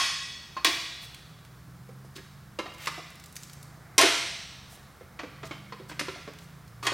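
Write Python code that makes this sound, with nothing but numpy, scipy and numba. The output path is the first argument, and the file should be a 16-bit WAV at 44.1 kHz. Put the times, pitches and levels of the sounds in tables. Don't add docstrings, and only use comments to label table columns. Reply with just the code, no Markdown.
import sys
import numpy as np
from scipy import signal
from scipy.fft import rfft, irfft
from scipy.io import wavfile
from scipy.ndimage import uniform_filter1d, map_coordinates
from numba import njit

SR = 44100
rng = np.random.default_rng(int(sys.argv[2]) if len(sys.argv) > 2 else 0)


def undo_db(level):
    steps = np.asarray(level, float) / 20
    return 10 ** steps


def materialize(psi):
    bounded = np.clip(np.atleast_2d(psi).T, -1, 1)
    quanta = np.round(bounded * 32767).astype(np.int16)
    wavfile.write(sys.argv[1], SR, quanta)


N = 305613
LEAD = SR // 5
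LONG = 32768

# pitch in Hz, relative level in dB per Hz.
AIR = [(15, -23), (25, -21), (134, -5.5), (180, -11.5), (301, -17.5), (363, -19), (575, -22), (695, -21),
       (962, -21.5), (1160, -18), (1610, -21.5), (2690, -31.5), (5140, -31.5), (6740, -34.5),
       (16000, -36.5)]
AIR_DB = -57.5
# time in seconds, level against the hiss in dB.
ROAD_SWELL = [(0, -6), (1, 2), (1.6, -13), (3.2, -4.5), (3.9, 4.5), (5.6, -1), (6.93, -1.5)]
# pitch in Hz, average rms level in dB.
HUM = [(60.4, -66), (68.5, -68.5), (85, -65)]
# time in seconds, firing cycles per second in Hz.
REVS = [(0, 25.3), (.8, 28.6), (1.27, 19.5), (2.0, 22), (2.72, 25.4), (3.65, 28.8), (4.05, 29.4),
        (4.42, 21.5), (5.3, 23.4), (6.93, 30)]
# time in seconds, level in dB before the other engine levels are added.
ENGINE_DB = [(0, -62), (1.2, -57), (2.0, -53), (2.6, -57), (4.0, -58), (5.1, -60.5), (5.7, -53.5),
             (6.93, -58)]
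LIFT_DB = -3
ORDER = (3, 4, 5, 6, 7, 8, 9)
ORDER_DB = (-19, 7, -4, -1.5, -14.5, -4, -7.5)
# pitch in Hz, change in dB.
LOW_ROOM = [(60, -13), (105, -48), (118, 3), (125, 0), (132, 7.5), (137, -1.5), (143, 9), (151, -3.5),
            (157, 5.5), (162, -4.5), (168, 2.5), (178, -8), (188, 0), (200, 0), (215, -12.5), (260, -20)]

# pitch in Hz, time to fade by 60 dB in seconds.
GARAGE_T60 = [(200, 0.36), (500, 0.66), (1000, 0.75), (2000, 1.09), (4000, 1.314), (8000, 1.006),
              (14000, 0.57)]
GARAGE_DB, GARAGE_WIDE_DB = -6, -25
# pitch in Hz, change in dB.
WIDE = [(60, -4), (300, -2.5), (1500, -9.5), (4000, -29), (8000, -33), (12000, -17), (16000, -20)]
# pitch in Hz, side against middle in dB.
RIGHT_LEAN = [(30, -36), (70, -25), (130, -23), (300, -16), (600, -21), (1200, -28), (2400, -24),
              (4500, -40), (9000, -30), (16000, -50)]
# pitch in Hz, gain in dB on the per-sample slope.
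LEFT_EARLY = [(300, -10), (1000, -13), (2000, -69), (4500, -29.5), (7500, -12), (9500, -17), (11500, -26),
              (16000, -45)]
# pitch in Hz, gain in dB on the per-sample slope.
NEAR_EARLY = [(600, -33), (1400, -13.5), (2500, -12.5), (3800, -20), (6000, -51)]

# start in seconds, end in seconds, rms level in dB before fades, centre pitch in Hz.
SCRAPES = [(1.006, 1.058, -52.5, 9800), (2.151, 2.175, -45.5, 4100), (2.773, 2.869, -45, 2400),
           (4.675, 4.763, -55.5, 9500), (5.44, 5.477, -50.5, 5050), (5.522, 5.543, -65, 7200),
           (5.882, 5.91, -52, 7300), (6.384, 6.45, -63, 7850), (6.823, 6.867, -42.5, 4440)]
# start in seconds, peak level in dB, centre pitch in Hz.
TICKS = [(.646, -14.5, 11400), (1.145, -33, 4140), (1.449, -42, 3050), (2.858, -27.5, 3460),
         (3.103, -44, 7900), (3.155, -42.5, 8400), (3.198, -41, 6670), (3.239, -37, 6740),
         (3.259, -39, 7650), (3.325, -40.5, 8400), (3.3556, -34, 7800), (3.3645, -27, 5800),
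         (3.425, -39, 7600), (3.433, -31.5, 5700), (3.497, -38.5, 3930), (3.5324, -36, 6840),
         (3.628, -34.5, 7500), (5.746, -50, 3570), (6.335, -40, 3280), (6.387, -36.5, 3743),
         (6.678, -43, 5380)]
TICK_S = 0.0043
GRIT_COUNT, GRIT_FROM_S, GRIT_TO_S, GRIT_DB, GRIT_HZ = 14, 2.7, 3.05, -44, 6500

# pitch in Hz, relative level in dB, free 60 dB fading time in seconds.
RING = [(705, -7, .5), (1080, -2, .6), (1660, -9, .5), (2040, -6, .5), (1217, -6, 0.44), (1728, -13, 0.64),
        (1873, -6, 0.64), (1933, -17, 2.3), (2336, -5, 0.65), (2530, -1, 0.45), (2998, -13, 0.77),
        (3122, -16, 0.61), (3278, -4, 0.36), (3321, -8, 0.45), (3402, -4, 0.67), (3472, -18, 1.4),
        (3768, -8, 0.58), (4334, -7, 0.98), (4382, 0, 0.66), (4468, -19, 1.6), (4657, -15, 1.3),
        (4780, -13, 0.86), (5093, -6, 0.29), (5238, -23, 1.7), (6255, -14, 0.36), (6589, -25, 1.0)]
# pitch in Hz, relative level in dB, free 60 dB fading time in seconds.
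ARM = [(1065, -4, .4), (678, -4, 0.67), (985, -11, 0.5), (1281, -10, 0.52), (1416, -11, 0.59),
       (1680, -16, 0.71), (1830, -12, 0.87), (2148, 0, 0.46), (2304, -8, 0.69), (2536, -10, 0.84),
       (2799, -4, 0.55), (3079, -14, 1.8), (3133, -12, 1.2), (3418, -17, 1.1), (3763, -4, 0.6),
       (4032, -7, 0.51), (4495, -16, 0.87), (5012, -16, 0.96), (5335, -22, 1.4), (5652, -10, 0.71),
       (5997, -19, 0.89), (6067, -19, 0.65), (6557, -28, 1.5), (6885, -12, 0.38), (7020, -19, 0.92),
       (7456, -22, 0.7), (8721, -21, 0.51)]
# pitch in Hz, relative level in dB, free 60 dB fading time in seconds.
THUD = [(305, 0, .09), (360, -3, .05), (410, -4, .05), (500, -4, .05), (560, -3, .06)]
# pitch in Hz, relative level in dB per Hz.
CLANK = [(150, -18), (300, -20), (700, 2), (1100, 4), (2000, 4.5), (3800, 3), (6500, -2.5), (10000, -17.5),
         (15000, -32)]
# pitch in Hz, relative level in dB per Hz.
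CRACK = [(2500, -55), (5000, 12), (7000, 3.5), (11000, -4), (14000, -18), (16500, -42)]
# start in seconds, blow level in dB, loudest pitch in Hz,
# crack in dB against the blow (before a common lift), share of free ring-on from 0 to 1.
RING_BLOWS = [(-.06, -4, 3170, -8.5, 0.46), (-.03, -18, 1080, -22, 0.27), (.567, -27, 1070, -28, 0.2),
              (.646, -5, 3790, -17.5, 0.24), (.648, -17, 1093, -13, 0.12), (.664, -19, 4380, -11, 0.2),
              (.669, -14, 3280, -23, 0), (2.163, -37, 3750, -16, 0), (2.158, -49, 1560, -25, 0.25),
              (2.18, -40.5, 1660, -24, 0.21), (2.657, -36.5, 716, -46, 0.16),
              (2.871, -18, 1970, -13.5, 0.02), (2.874, -25.5, 1200, -30, 0.09),
              (2.979, -36, 720, -18, 0.14), (5.191, -29, 2400, -43, 0.05), (5.195, -28, 650, -40, 0.03),
              (5.43, -33.5, 1066, -36, 0.11), (5.433, -34, 660, -41, 0.08), (5.723, -31.5, 1050, -47, 0.09),
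              (5.896, -35, 1560, -17, .1), (5.914, -31.5, 1100, -22, 0.05), (5.994, -18, 1700, -13.5, .02),
              (6.158, -39.5, 695, -35, 0.03), (6.828, -31.5, 1137, -13, .5), (6.852, -26.5, 1187, -31, 0.6),
              (6.867, -14, 3220, -14, 0.15), (6.869, -15.5, 1090, -33, 0.07)]
# start in seconds, blow level in dB, loudest pitch in Hz,
# crack in dB against the blow (before a common lift), share of free ring-on from 0 to 1.
ARM_BLOWS = [(.672, -34.5, 295, -30, 0.38), (1.679, -64, 1600, -17, .02), (1.889, -55, 770, -7, 0.09),
             (2.047, -57, 960, -2, 0.08), (2.588, -29.5, 2720, -13, 0.06), (2.591, -28, 995, -33, 0.08),
             (3.98, -8.5, 3020, 0, 0.44), (3.988, -13, 1050, -18, .15), (4.0, -21.5, 668, -24, 0.41),
             (4.012, -14.5, 2170, -1.5, 0.33), (4.033, -20, 300, -30, 0.01), (5.009, -51.5, 704, -22, .12),
             (5.234, -37.5, 1150, -32, 0.02), (5.51, -33.5, 1038, -36, 0.16), (5.799, -49, 1070, -22, 0),
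             (6.011, -26, 1840, -36, .02), (6.083, -30.5, 1340, -42, 0.08), (6.277, -39, 1083, -38.5, 0),
             (6.918, -29, 743, -24, 0)]
CRACK_LIFT_DB = 5.5
CONTACT_S, CONTACT_SLOPE = 0.014, 0.45
THUD_TOP_DB = 12
BODY_HZ, BODY_DB = 450, 4
CLONK_DB, CLONK_SLOPE = -16, .27


def colour(x, points):
    hz, db = np.transpose(points)
    f = np.arange(x.shape[-1] // 2 + 1) * SR / x.shape[-1] + 1
    return irfft(rfft(x) * undo_db(np.interp(np.log(f), np.log(hz), db)), x.shape[-1])


def unit(x):
    return x / np.sqrt(np.mean(x ** 2, axis=-1, keepdims=True))


def walk(rate):
    steps = rng.standard_normal(size=128)
    return map_coordinates(steps, [np.arange(N) / SR * rate], order=3, mode="wrap")


def curve(rows):
    s, *columns = np.transpose(rows)
    return [np.interp(np.arange(N) / SR, s, c) for c in columns]


def add(out, s, sound):
    i = int(s * SR) + LEAD
    out[i:i + len(sound)] += sound[:len(out) - i]


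def burst(length, size):
    t = np.arange(size) / SR
    length = max(length, .0004)
    rise = np.minimum(t / (0.087 * length), 1)
    to_zero = (1 - (t / t[-1]) ** 2) ** 2
    return rng.standard_normal(size) * np.exp(-t / length) * rise * to_zero


def around(x, hz):
    return colour(x, [(hz / 6, -26), (hz / 3.9, -7), (hz, 0), (hz * 1.6, -6), (hz * 4, -16)])


def air():
    base = colour(rng.standard_normal((2, N)), AIR)
    base = base / np.std(colour(base[0], [(249, -90), (250, 0)]))
    road = colour(base[:, ::-1], [(300, -9), (800, 0.0), (1200, -5.5), (2200, 2), (5000, -34)])
    return undo_db(AIR_DB) * (base + undo_db(curve(ROAD_SWELL)[0]) * road)


def hum():
    t = np.arange(N) / SR
    out = 0
    for hz, db in HUM:
        level = np.sqrt(2) * undo_db(db + 3 * walk(8.1))
        out = out + level * np.sin(2 * np.pi * hz * t + 1.1 * walk(5.7))
    return out


def engine():
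    hz, db = curve(REVS)[0], curve(ENGINE_DB)[0]
    falling = 1. * (np.gradient(hz) < 0)
    db = db + LIFT_DB * uniform_filter1d(falling, size=2048)
    turn = 2 * np.pi * np.cumsum(hz) / SR
    room_hz, room_db = np.transpose(LOW_ROOM)
    out = 0
    for k, order_db in zip(ORDER, ORDER_DB):
        heard_db = db + order_db + np.interp(k * hz, room_hz, room_db) + 2.2 * walk(3.1)
        phase = k * turn + 2 * np.pi * rng.random() + 0.13 * walk(3.43)
        out = out + np.sqrt(2) * undo_db(heard_db) * np.sin(phase)
    return out


def garage(x):
    t = np.arange(int(1.5 * SR)) / SR
    hz, t60 = np.transpose(GARAGE_T60)
    echoes = 0
    for f in 120 * 2 ** np.arange(0, 7.1, .5):
        half_octave = [(f / 1.6, -80), (f / 1.19, -3), (f, 0), (f * 1.19, -3), (f * 1.6, -80)]
        band = colour(rng.standard_normal((2, len(t))), half_octave)
        fade_s = np.interp(np.log(f), np.log(hz), t60)
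        echoes = echoes + band * np.exp(-np.log(1000) * t / fade_s)
    echoes = echoes * np.clip(t / 0.004, 0, 1)
    return signal.fftconvolve(x[None], unit(echoes) / np.sqrt(len(t)), axes=1)[:, :len(x)]


def scrapes():
    out = np.zeros(N + LEAD)
    t = np.arange(8192) / SR
    for start, end, db, hz in SCRAPES:
        uneven_db = np.minimum(3 * rng.exponential(size=len(t)), 14)
        catches = unit(around(rng.standard_normal(len(t)) * undo_db(uneven_db), hz))
        rise = t / (0.45 * (end - start))
        fall = (end - start - t) / 0.0041 + 1
        add(out, start, undo_db(db) * catches * np.clip(np.minimum(rise, fall), 0, 1))
    return out


def ticks_and_crack_top():
    out = np.zeros(N + LEAD)
    chance = rng.random((GRIT_COUNT, 3))
    faint_s = GRIT_FROM_S + (GRIT_TO_S - GRIT_FROM_S) * chance[:, 0]
    faint_db = GRIT_DB + 6 * (chance[:, 1] - .5)
    faint_hz = GRIT_HZ * 2 ** (chance[:, 2] - .5)
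    for s, db, hz in [*TICKS, *np.c_[faint_s, faint_db, faint_hz]]:
        grit = around(burst(TICK_S, size=8192), hz)
        add(out, s, undo_db(db) * grit / np.abs(grit).max())
    return out


def softness(hz):
    return 1 / (1 + (hz / 2000) ** 6)


def landing(modes, hz):
    above = np.log2(np.array(modes)[:, 0] / hz)
    octaves = np.abs(above)
    nearest_db = 7 * softness(hz) * np.exp(-(octaves / 0.077) ** 2)
    dull_db = 3 * softness(hz) * np.maximum(above, 0)
    return nearest_db - 3.3 * octaves - dull_db + 1.5 * rng.standard_normal(len(modes))


@njit
def ring_modes(push, pole, gain):
    out = np.zeros(len(push))
    for m in range(len(pole)):
        z = 0j
        for i in range(len(push)):
            z = z * pole[m] + push[i]
            out[i] += gain[m] * z.imag
    return out


def ring(push, modes, tilt_db, share):
    hz, db, t60 = np.tile(np.transpose(modes), 2)
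    twin = np.arange(len(hz)) >= len(modes)
    hz = hz * (1 + 0.011 * twin * rng.standard_normal(len(hz)))
    fade_s = np.clip(share, .02, 2) * t60
    pole = np.exp(2j * np.pi * hz / SR - np.log(1000) / (fade_s * SR))
    gain = undo_db(db + np.tile(tilt_db, 2) - 3.8 * twin) * rng.choice([-1., 1.], len(hz))
    sound = ring_modes(push * rng.choice([-1., 1.]), pole, gain)
    return sound / np.abs(sound).max()


def blows(table, modes, tone_db, clank_db, shiver_db, hard_thud_db, thud_slope, bright_db):
    out = np.zeros(N + LEAD)
    clank_hz, clank_shape_db = np.transpose(CLANK)
    for s, db, hz, crack_db, share in table:
        contact = CONTACT_S * (1000. / hz) ** CONTACT_SLOPE
        thud_db = min(hard_thud_db - thud_slope * db, THUD_TOP_DB) if hz > BODY_HZ else BODY_DB
        push = 0.068 * burst(contact, size=LONG)
        push[0] = 1
        tones = ring(push, modes, landing(modes, hz), share)
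        shiver = undo_db(shiver_db) * burst(0.2 * share, size=LONG)
        near_db = clank_shape_db - 4.5 * np.abs(np.log2(clank_hz / hz))
        clank = colour(burst(contact, size=LONG) + shiver, np.c_[clank_hz, near_db])
        crack = colour(burst(1.06 * contact, size=8192), CRACK)
        crack = colour(crack, [(6000, 0), (13000, bright_db)])
        clonk = ring(push, [(hz, 0, .4)], [0.], (.09 + .4 * share) * min(1000 / hz, 1) ** .8)
        thud = ring(push, THUD, landing(THUD, min(hz, 450.)), .45 + 2.2 * share)
        add(out, s, undo_db(db + tone_db - 8.8 * (0.5 - softness(hz))) * tones)
        add(out, s, undo_db(db + CLONK_DB - CLONK_SLOPE * db) * clonk)
        add(out, s, undo_db(db + clank_db) * clank / np.abs(clank).max())
        add(out, s, undo_db(db + crack_db + CRACK_LIFT_DB) * crack / np.abs(crack).max())
        add(out, s, undo_db(db + thud_db) * thud)
    return out


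def scene():
    work = blows(RING_BLOWS, RING, tone_db=-5, clank_db=-2, shiver_db=-10.5,
                 hard_thud_db=-28, thud_slope=0.6, bright_db=5)
    work = work + blows(ARM_BLOWS, ARM, tone_db=-2.5, clank_db=0.5, shiver_db=-1.5,
                        hard_thud_db=-20.5, thud_slope=0.74, bright_db=6)
    work = work + ticks_and_crack_top() + scrapes()
    work = signal.sosfilt(signal.butter(3, 210, "high", fs=SR, output="sos"), work)
    wet, wide = garage(work)[:, LEAD:]
    direct = work[LEAD:]
    hiss, other_hiss = air()
    mid = direct + undo_db(GARAGE_DB) * wet + hiss + engine() + hum()
    side = colour(undo_db(GARAGE_WIDE_DB) * wide + undo_db(-10.5) * other_hiss, WIDE)
    side = side - colour(mid, RIGHT_LEAN)
    side = side + colour(np.gradient(mid), LEFT_EARLY) + colour(np.gradient(direct), NEAR_EARLY)
    return np.array([mid + side, mid - side])


def low_pass(x):
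    return signal.sosfilt(signal.butter(12, 16660, fs=SR, output="sos"), x)


def record(dry):
    rounded = 1.111 * np.tanh(dry / 1.084)
    top_cut = signal.ellip(10, .2, 70, 15950, fs=SR, output="sos")
    mix = signal.sosfilt(top_cut, rounded)
    return low_pass(mix)


dry = scene()
out = record(dry)
materialize(out)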